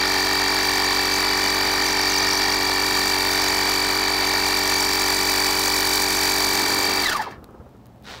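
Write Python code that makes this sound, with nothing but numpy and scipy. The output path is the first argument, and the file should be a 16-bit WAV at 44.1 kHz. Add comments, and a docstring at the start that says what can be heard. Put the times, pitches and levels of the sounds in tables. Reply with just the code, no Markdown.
"""Piston compressor filling a beach ball

A small electric piston compressor on an outdoor table fills a plastic beach ball, then is switched off.
One crank phase drives a humming case, a whining gear, puffs of filtered noise, struck modes and rattling grains.
The motor coasts down in just over a third of a second, as exponential drag and dry friction stop the crank.
Then come soft bumps, short ticks of the plastic and the stick-slip noise of a finger rubbing it; a yard murmurs."""
import sys
import numpy as np
from scipy import signal
from scipy.fft import rfft, irfft
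from scipy.io import wavfile
from scipy.ndimage import map_coordinates

SR = 44100
rng = np.random.default_rng(int(sys.argv[2]) if len(sys.argv) > 2 else 0)


def wrap_up_sound(samples):
    """Save the sound to the file named by the first command line argument, as 16-bit audio."""
    columns = np.atleast_2d(samples).T
    # keep every value between -1 and 1, then stretch to whole-number steps
    tamed = np.clip(columns, -1, 1)
    steps = np.round(tamed * 32767).astype(np.int16)
    wavfile.write(sys.argv[1], SR, steps)


N = 361608
T = np.arange(N) / SR


def amp(db):
    """Logarithmic level: decibels to amplitude gain."""
    return 10 ** (np.asarray(db) / 20)


def unit(x):
    """Normalisation to a root-mean-square value of 1."""
    return x / np.sqrt(np.mean(x ** 2) + 1e-20)


def curve(rows):
    """Linear interpolation of a time table at every sample."""
    s, values = np.transpose(rows)
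    return np.interp(T, s, values)


def response(points, hz):
    """Transfer function: gain of a spectrum table, interpolated over log frequency."""
    f, db = np.transpose(points)
    return amp(np.interp(np.log(hz + 1), np.log(f + 1), db))


def colour(x, points):
    """Spectral shaping by a spectrum table, normalised to rms 1."""
    gain = response(points, np.fft.rfftfreq(N, 1 / SR))
    return unit(irfft(rfft(x) * gain, N))


def wander(hz):
    """Low-passed Gaussian noise: smooth chance up to about hz, rms 1."""
    lowpass = np.exp(-(np.fft.rfftfreq(N, 1 / SR) / hz) ** 2)
    return unit(irfft(rfft(rng.standard_normal(N)) * lowpass, N))


def per_turn(points, turns):
    """Cyclic modulation: a gain that repeats with the crank angle."""
    angle, db = np.transpose(points)
    return amp(np.interp(turns, angle, db, period=1))


def resonate(x, hz, width):
    """Heterodyne resonator: a one-pole low-pass about the curve hz, with gain 1 at its peak."""
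    spin = np.exp(2j * np.pi * np.cumsum(hz * np.ones(len(x))) / SR)
    r = np.exp(-np.pi * width / SR)
    return 2 * (spin * signal.lfilter([1 - r], [1, -r], x / spin)).real


def ring(hz, t60, crack):
    """Impulse response of a blow: an exponentially decaying mode with a short broadband crack on top."""
    t = np.arange(4096) / SR
    mode = np.sin(2 * np.pi * hz * t) * np.exp(-np.log(1000) * t / t60)
    return mode + crack * rng.standard_normal(len(t)) * np.exp(-t / 0.0011)


def strikes(turns, angle, scatter, uneven_db):
    """Jittered impulse train: one blow a turn near a crank angle, with random timing and force."""
    whole = np.arange(1, int(turns[-1] - angle) + 1)
    late, force = rng.standard_normal((len(whole), 2)).T
    at = np.minimum(np.searchsorted(turns, whole + angle + scatter * late), N - 1)
    return np.bincount(at, amp(uneven_db * np.minimum(force, 2)), N)


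def gesture(start_s, rise_s, hold_s, fade_db_per_s):
    """Envelope of a hand's action: a sine-squared rise to 1, a hold, then exponential decay."""
    rise = np.sin(np.pi / 2 * np.clip((T - start_s) / rise_s, 0, 1)) ** 2
    return rise * amp(-fade_db_per_s * np.maximum(T - start_s - rise_s - hold_s, 0))


# Close reflections from table, hand and ball: (mean delay [s], gain [ratio])
REFLECTIONS = [(.0009, 0.019), (.0021, -0.46), (.0034, .35), (.0052, -0.31)]


def reflected(x, drift=0.029, drift_hz=0.54):
    """Comb filtering: delayed copies interfere, and their paths drift as hand and ball move."""
    echoes = np.zeros(N)
    for delay, gain in REFLECTIONS:
        source_time = T - delay * (1 + drift * wander(drift_hz))
        echoes += gain * map_coordinates(x, [source_time * SR], order=3)
    return (x + echoes) / np.sqrt(1 + sum(gain ** 2 for _, gain in REFLECTIONS))


OFF_S = 7.031  # the motor is switched off
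COAST_S, DRAG_S = .366, .291  # time from switch-off to rest; time constant of the drag
UNLOAD_S = 0.037  # time constant with which the drive lets go of the parts


def coasting():
    """Viscous drag with dry friction: share of full speed, falling to rest after switch-off."""
    age = np.clip(T - OFF_S, 0, COAST_S)
    rest = np.exp(-COAST_S / DRAG_S)
    return np.maximum((np.exp(-age / DRAG_S) - rest) / (1 - rest), 0)


def effort(pace, running_db, unloaded_db, power):
    """Power law of speed: strength of a part, shifted in level as the drive lets go."""
    unloaded = 1 - np.exp(-np.maximum(T - OFF_S, 0) / UNLOAD_S)
    return amp(running_db + unloaded_db * unloaded) * pace ** power


# Start, rise and hold as a hand bears down on the case to work the switch
PRESS_S, PRESS_RISE_S, PRESS_HOLD_S = 6.4, 0.25, 0.32


def sway(turns, pace, level_db=-41, damped_db=-10, lag_s=.05, grip_s=0.26, release_db_per_s=200):
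    """Rotating imbalance: the crank rocks the case at its own rate, less while the hand presses on it."""
    pressed = gesture(PRESS_S + lag_s, PRESS_RISE_S, grip_s, release_db_per_s)
    return amp(level_db + damped_db * pressed) * np.sqrt(pace) * np.sin(2 * np.pi * turns)


# Hum of the case: (multiple of the crank rate [1], relative level [dB])
CRANK_ORDERS = [(2, -3), (3, -18.5), (4, -6.5), (5, -15), (6, 2), (7, 2.5), (8, 5.5), (9, 4.5), (10, -9),
                (11, -12), (12, -19.5), (13, -6.5), (14, -14), (15, -6), (16, -8), (17, 3), (18, 0),
                (19, 1.5), (20, 0), (21, 4), (22, -18.5), (23, -6.5), (24, -4.5), (25, -2), (26, -21),
                (28, -6.5), (30, -8), (31, -6), (33, -13.5), (34, -9.5), (36, -15), (37, -10.5)]


def hum(turns, level_db=-36.5, push=0.077, release=.49, waver=0.022):
    """Harmonic synthesis: the piston's push and release, two shoves a turn, set the phase of each order."""
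    out = np.zeros(N)
    for order, db in CRANK_ORDERS:
        shoves = np.exp(-2j * np.pi * order * push) + np.exp(-2j * np.pi * order * release)
        out += amp(db) * np.cos(2 * np.pi * order * turns + np.angle(shoves))
    return amp(level_db) * out * (1 + waver * wander(30))


TEETH = 49  # tooth contacts in each turn of the crank
# Load on the gear round one turn: (crank angle [turns], relative level [dB])
GEAR_LOAD = [(0, 2), (.1, -2.5), (.2, -1), (.27, -15.5), (.5, -15), (.76, -32), (.82, -5), (.9, -3.5)]
# Gear whine: (multiple of the tooth rate [1], relative level [dB])
MESH_ORDERS = [(1, -23), (2, -21), (3, -39.5), (4, -44)]
# How well the case radiates the whine: (frequency [Hz], gain [dB])
CASE_RADIATION = [(350, -2), (600, -6), (820, 9.5), (1020, 13), (1220, 13), (1550, 4.5), (1950, 8),
                  (2300, -3), (2900, -2), (4000, 4.5), (4600, -1), (9000, -4.5)]


def gear(turns, pace, slop=0.014, loosen=14, flutter_db=0.8, surge=0.069, dulling=0.65, evening=.7):
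    """Gear meshing: load and surge modulate the tooth tones; coasting adds backlash and dulls overtones."""
    backlash = slop * (1 + loosen * (1 - pace)) * wander(129)
    teeth = TEETH * turns + surge * np.sin(2 * np.pi * turns) + backlash
    tooth_hz = TEETH * np.gradient(turns) * SR
    tones = np.zeros(N)
    for order, db in MESH_ORDERS:
        level = amp(db) * pace ** (dulling * (order - 1))
        radiated = response(CASE_RADIATION, order * tooth_hz)
        tones += level * radiated * np.cos(2 * np.pi * order * teeth)
    load = per_turn(GEAR_LOAD, turns) ** (pace ** evening)  # the load evens out as the crank slows
    return np.sqrt(2) * tones * load * amp(flutter_db * (2 - pace) * wander(73))


# The whistle falls in level as the ball fills
WHISTLE_DB, WHISTLE_FADE_DB_PER_S = -35, 1.7
# The jet catches the valve's edge: (centre time [s], half length to 1/e [s], relative level [dB])
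WHISTLE_FLARES = [(.86, .04, -41), (2.24, 0.35, -30.5), (3.45, 0.058, -30.5), (4.95, 0.42, -35),
                  (5.7, 0.055, -34)]


def edge_level():
    """Jet-edge coupling: a slowly fading strength, with Gaussian flares where the jet meets the edge."""
    flares = sum(amp(db) * np.exp(-((T - s) / half) ** 2) for s, half, db in WHISTLE_FLARES)
    return amp(WHISTLE_DB - WHISTLE_FADE_DB_PER_S * T) + flares


def whistle(turns, centre_hz=5650, stray=0.09, width_hz=650):
    """Edge tone: resonated noise that moves to a new pitch with every turn."""
    shift = np.clip(rng.standard_normal(int(turns[-1]) + 1), -2, 2)[turns.astype(int)]
    hz = centre_hz * np.exp(stray * shift)
    once = resonate(rng.standard_normal(N), hz, width_hz)
    return unit(resonate(once, hz, width_hz))


# Hiss as the nozzle is moved in the valve: (time [s], relative level [dB])
JET_LEVEL = [(0.0, -36.5), (0.15, -35.5), (2.79, -35.5), (3.0, -32), (3.22, -34), (3.82, -33), (4.05, -37),
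             (4.46, -33), (6.18, -29), (6.96, -34), (7.0, -34)]
# Air flow round one turn: (crank angle [turns], relative level [dB])
PUFF_FLOW = [(.04, -10), (.11, -7.5), (.18, -6), (.26, 1.5), (.38, -2.5), (.55, -5.5), (.8, -8)]
# Resonances of the nozzle tube: (frequency [Hz], half width of each filter pass [Hz], relative level [dB])
NOZZLE_MODES = [(5670, 135, -0.5), (5880, 44, -1), (6370, 24, 4), (7030, 220, -5), (7490, 66, 0.5),
                (7990, 110, -3.5), (8510, 78, -2), (8960, 240, -5.5), (9460, 98, -4), (11730, 1070, -10.5)]
# Spectrum of the hiss: (frequency [Hz], relative level per Hz [dB])
HISS_SPECTRUM = [(2500, -19.5), (4000, 6), (5500, 6), (7500, 2), (9300, -6), (10200, -1.5), (11800, -9),
                 (13500, 1.5), (15700, -0.5)]


def air(turns, pace, hiss_db=8, tube_db=5, whistle_db=5, uneven_db=1.0, depth=0.99, parting=0.76):
    """Jet turbulence: puffs modulate hiss, tube modes and edge tone, with deeper contrast at low speed."""
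    puffs = per_turn(PUFF_FLOW, turns) ** (depth + parting * (1 - pace))
    flow = puffs * amp(uneven_db * wander(34.9))
    tube = np.zeros(N)
    for hz, half_width, db in NOZZLE_MODES:
        once = resonate(rng.standard_normal(N), hz, 2 * half_width)
        tube += amp(db) * resonate(once, hz, 2 * half_width)
    hiss = reflected(flow * colour(rng.standard_normal(N), HISS_SPECTRUM))
    jet = amp(curve(JET_LEVEL)) * (amp(hiss_db) * hiss + amp(tube_db) * flow * unit(tube))
    return jet + amp(whistle_db) * edge_level() * flow ** 1.18 * whistle(turns)


# Knocks in each turn: (crank angle [turns], relative level [dB], pitch [Hz],
# 60 dB decay time [s], rms scatter of the angle [turns])
KNOCKS = [(0.314, -18.5, 1510, 0.0057, 0.0098), (.33, -20.5, 3990, 0.014, .012),
          (0.421, -20, 865, 0.0046, .006), (0.448, -20.5, 1550, 0.0054, 0.0055),
          (0.511, -25.5, 1013, 0.012, 0.008), (0.619, -31, 1028, 0.012, .007),
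          (0.789, -20, 4240, 0.0045, 0.00073), (0.869, -38.5, 1640, 0.0074, 0.012),
          (.93, -23.5, 3910, 0.011, 0.0011)]


def knocks(turns, uneven_db=2.0, crack=0.36, muffle_hz=4800):
    """Impact excitation: valve, rod and bearings strike in each turn; the case muffles their treble."""
    blows = np.zeros(N)
    for angle, db, hz, t60, scatter in KNOCKS:
        impulses = strikes(turns, angle, scatter, uneven_db)
        blows += amp(db) * signal.oaconvolve(impulses, ring(hz, t60, crack))[:N]
    return signal.sosfilt(signal.butter(2, muffle_hz, fs=SR, output="sos"), blows)


REED_FADE_DB_PER_S = 0.55  # the reed flutters less as the ball pushes back


def reed(turns, level_db=-22.5, reed_hz=1830, open_s=0.0087, angle=.31, scatter=0.001, uneven_db=1.0):
    """Reed vibration: the outlet valve flutters as a windowed sine for as long as it stands open."""
    t = np.arange(round(open_s * SR)) / SR
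    flutter = np.sin(2 * np.pi * reed_hz * t) * signal.windows.tukey(len(t), .5)
    openings = strikes(turns, angle, scatter, uneven_db)
    return amp(level_db - REED_FADE_DB_PER_S * T) * signal.oaconvolve(openings, flutter)[:N]


# Spectrum of the rattle: (frequency [Hz], relative level per Hz [dB])
RATTLE_SPECTRUM = [(30, -32), (150, -10.5), (300, -19.5), (550, -3.5), (850, 5.5), (1300, -1.5), (1850, 4),
                   (2300, -0.5), (2900, -2), (3900, -2), (4650, 3.5), (5500, -5.5), (8000, -26)]


def rattle(turns, level_db=-27.5, grains_per_s=1500, spread_db=0.24, swing_db=2, loudest_angle=0.34):
    """Shot noise: random grains from brushes and sliding parts, strongest just after the stroke."""
    chance, size = rng.random(N), np.minimum(rng.exponential(1, N), 4)
    sign = rng.choice([-1, 1], N)
    grains = (chance < grains_per_s / SR) * amp(spread_db * size) * sign
    swing = amp(swing_db * np.cos(2 * np.pi * (turns - loudest_angle)))
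    return amp(level_db) * colour(grains * swing, RATTLE_SPECTRUM)


def dulled(x, pace, corner_hz=2300, power=0.83):
    """Contact softening: slower blows lose their treble."""
    low = signal.sosfiltfilt(signal.butter(2, corner_hz, fs=SR, output="sos"), x)
    return low + pace ** power * (x - low)


# Spectrum of the yard: (frequency [Hz], relative level per Hz [dB])
YARD_SPECTRUM = [(25, -31), (50, -7), (70, -0.5), (95, -10), (122, 1), (150, -11.5), (205, -3.5),
                 (370, -14), (800, -15.5), (1500, -29), (2400, -35), (4800, -40), (10000, -48),
                 (15500, -45)]


def yard(level_db=-47.5):
    """Stationary ambient noise: the yard's steady murmur, as coloured Gaussian noise."""
    return amp(level_db) * colour(rng.standard_normal(N), YARD_SPECTRUM)


# Spectrum of rumble and pressing: (frequency [Hz], relative level per Hz [dB])
PRESS_SPECTRUM = [(60, -21), (140, -22.5), (215, 1.5), (400, 3), (700, -7.5), (1300, 0), (2500, -43)]
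# Spectrum of the bumps: (frequency [Hz], relative level per Hz [dB])
THUD_SPECTRUM = [(35, -24), (60, -6), (80, 16), (130, -12), (250, -6), (450, 3), (750, -13), (1350, -10),
                 (2400, -42), (5000, -51)]
# Soft bumps as the case settles: (time [s], relative level [dB])
BUMPS = [(7.378, -39), (7.425, -39), (7.487, -37), (7.54, -36.5), (7.597, -37), (7.66, -42), (7.745, -44)]


def handling(pace, rumble_db=-44, press_db=-38.0, linger_s=0.17, settle_db_per_s=55, fade_s=0.018, rise_s=0.0016):
    """Structure-borne noise: the case rumbles on the table, is pressed, then bumps softly to rest."""
    pressing = gesture(PRESS_S, PRESS_RISE_S, PRESS_HOLD_S + linger_s, settle_db_per_s)
    level = amp(rumble_db) * pace + amp(press_db) * pressing
    bumps = np.zeros(N)
    for s, db in BUMPS:
        age = np.maximum(T - s, 0)
        bumps += amp(db) * (1 - np.exp(-age / rise_s)) * np.exp(-age / fade_s)
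    rumble = level * colour(rng.standard_normal(N), PRESS_SPECTRUM)
    return rumble + bumps * colour(rng.standard_normal(N), THUD_SPECTRUM)


TICK_T60_S, TICK_CRACK = 0.002, .7  # 60 dB decay time of a tick's mode; gain of its crack
RUB_S, RUB_RISE_S, RUB_DB, RUB_FADE_DB_PER_S = 8.02, 0.094, -36.5, 84  # a finger dragged over the ball
# Ticks of the plastic: (time [s], relative level [dB], pitch [Hz])
TICKS = [(7.443, -28, 4160), (7.5085, -42, 3070), (7.6914, -44, 4910), (7.7675, -46.5, 4100),
         (7.858, -35.5, 4600), (7.8674, -36, 3110), (7.9603, -44, 2860), (8.0247, -38, 3010),
         (8.0374, -39, 3980), (8.0456, -35, 3550)]
# Spectrum of the rubbed plastic: (frequency [Hz], relative level per Hz [dB])
SKIN_SPECTRUM = [(150, -8), (500, 2.5), (1800, 2), (2700, -2.5), (3900, 1), (5500, -6.5), (7000, -13.5),
                 (8800, -18), (10500, -25), (15500, -23)]


def ball(tick_db=-8.0, slips_per_s=125, slip_turns=0.33, smear=0.54, stray=.15):
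    """Stick-slip friction: a finger excites the taut plastic in decaying bursts; short modes tick."""
    ticks = np.zeros(N)
    for s, db, hz in TICKS:
        tick, part = ring(hz, TICK_T60_S, TICK_CRACK), ticks[round(s * SR):]
        part[:len(tick)] += amp(db + tick_db) * tick[:len(part)]
    slips = np.cumsum(slips_per_s * (1 + stray * wander(40))) / SR
    bursts = smear + np.exp(-(slips % 1) / slip_turns)  # slip_turns is a share of the slip cycle
    level = amp(RUB_DB) * gesture(RUB_S, RUB_RISE_S, 0, RUB_FADE_DB_PER_S)
    return ticks + level * colour(bursts * rng.standard_normal(N), SKIN_SPECTRUM)


START_ANGLE = .69  # crank angle at the start, in turns
CLATTER_FADE_DB_PER_S = 0.22  # rising pressure takes up the play in the parts
# Crank under power, sagging a little as the ball fills: (time [s], speed [turns/s])
POWERED_SPEED = [(0, 46.98), (2.1, 46.989), (3.5, 46.887), (7.02, 46.916)]


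def scene():
    """Superposition: all parts of the pump follow one crank phase; the yard murmurs behind."""
    pace = coasting()
    turns = START_ANGLE + np.cumsum(curve(POWERED_SPEED) * pace) / SR
    shake = effort(pace, running_db=-1.83, unloaded_db=-18, power=0.91)
    whine = effort(pace, running_db=0.26, unloaded_db=-5.5, power=0.73)
    flow = effort(pace, running_db=-0.7, unloaded_db=5.0, power=2.05)
    clatter = effort(pace, running_db=1.15, unloaded_db=6.5, power=1.0) * amp(-CLATTER_FADE_DB_PER_S * T)
    pump = sway(turns, pace) + shake * hum(turns) + whine * gear(turns, pace) + flow * air(turns, pace)
    blows = knocks(turns) + reed(turns) + reflected(rattle(turns))
    pump += clatter * dulled(blows, pace)
    return (pump + yard() + handling(pace) + ball())[None]


def record(dry, low_cut_hz=28, band_limit_hz=15780):
    """Linear filtering: the microphone's low cut, then a steep linear-phase band limit."""
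    cut = signal.sosfilt(signal.butter(2, low_cut_hz, "highpass", fs=SR, output="sos"), dry)
    band_limit = signal.firwin(1023, band_limit_hz, window=("kaiser", 9), fs=SR)
    return signal.oaconvolve(cut, band_limit[None], "same")


dry = scene()
out = record(dry)
wrap_up_sound(out)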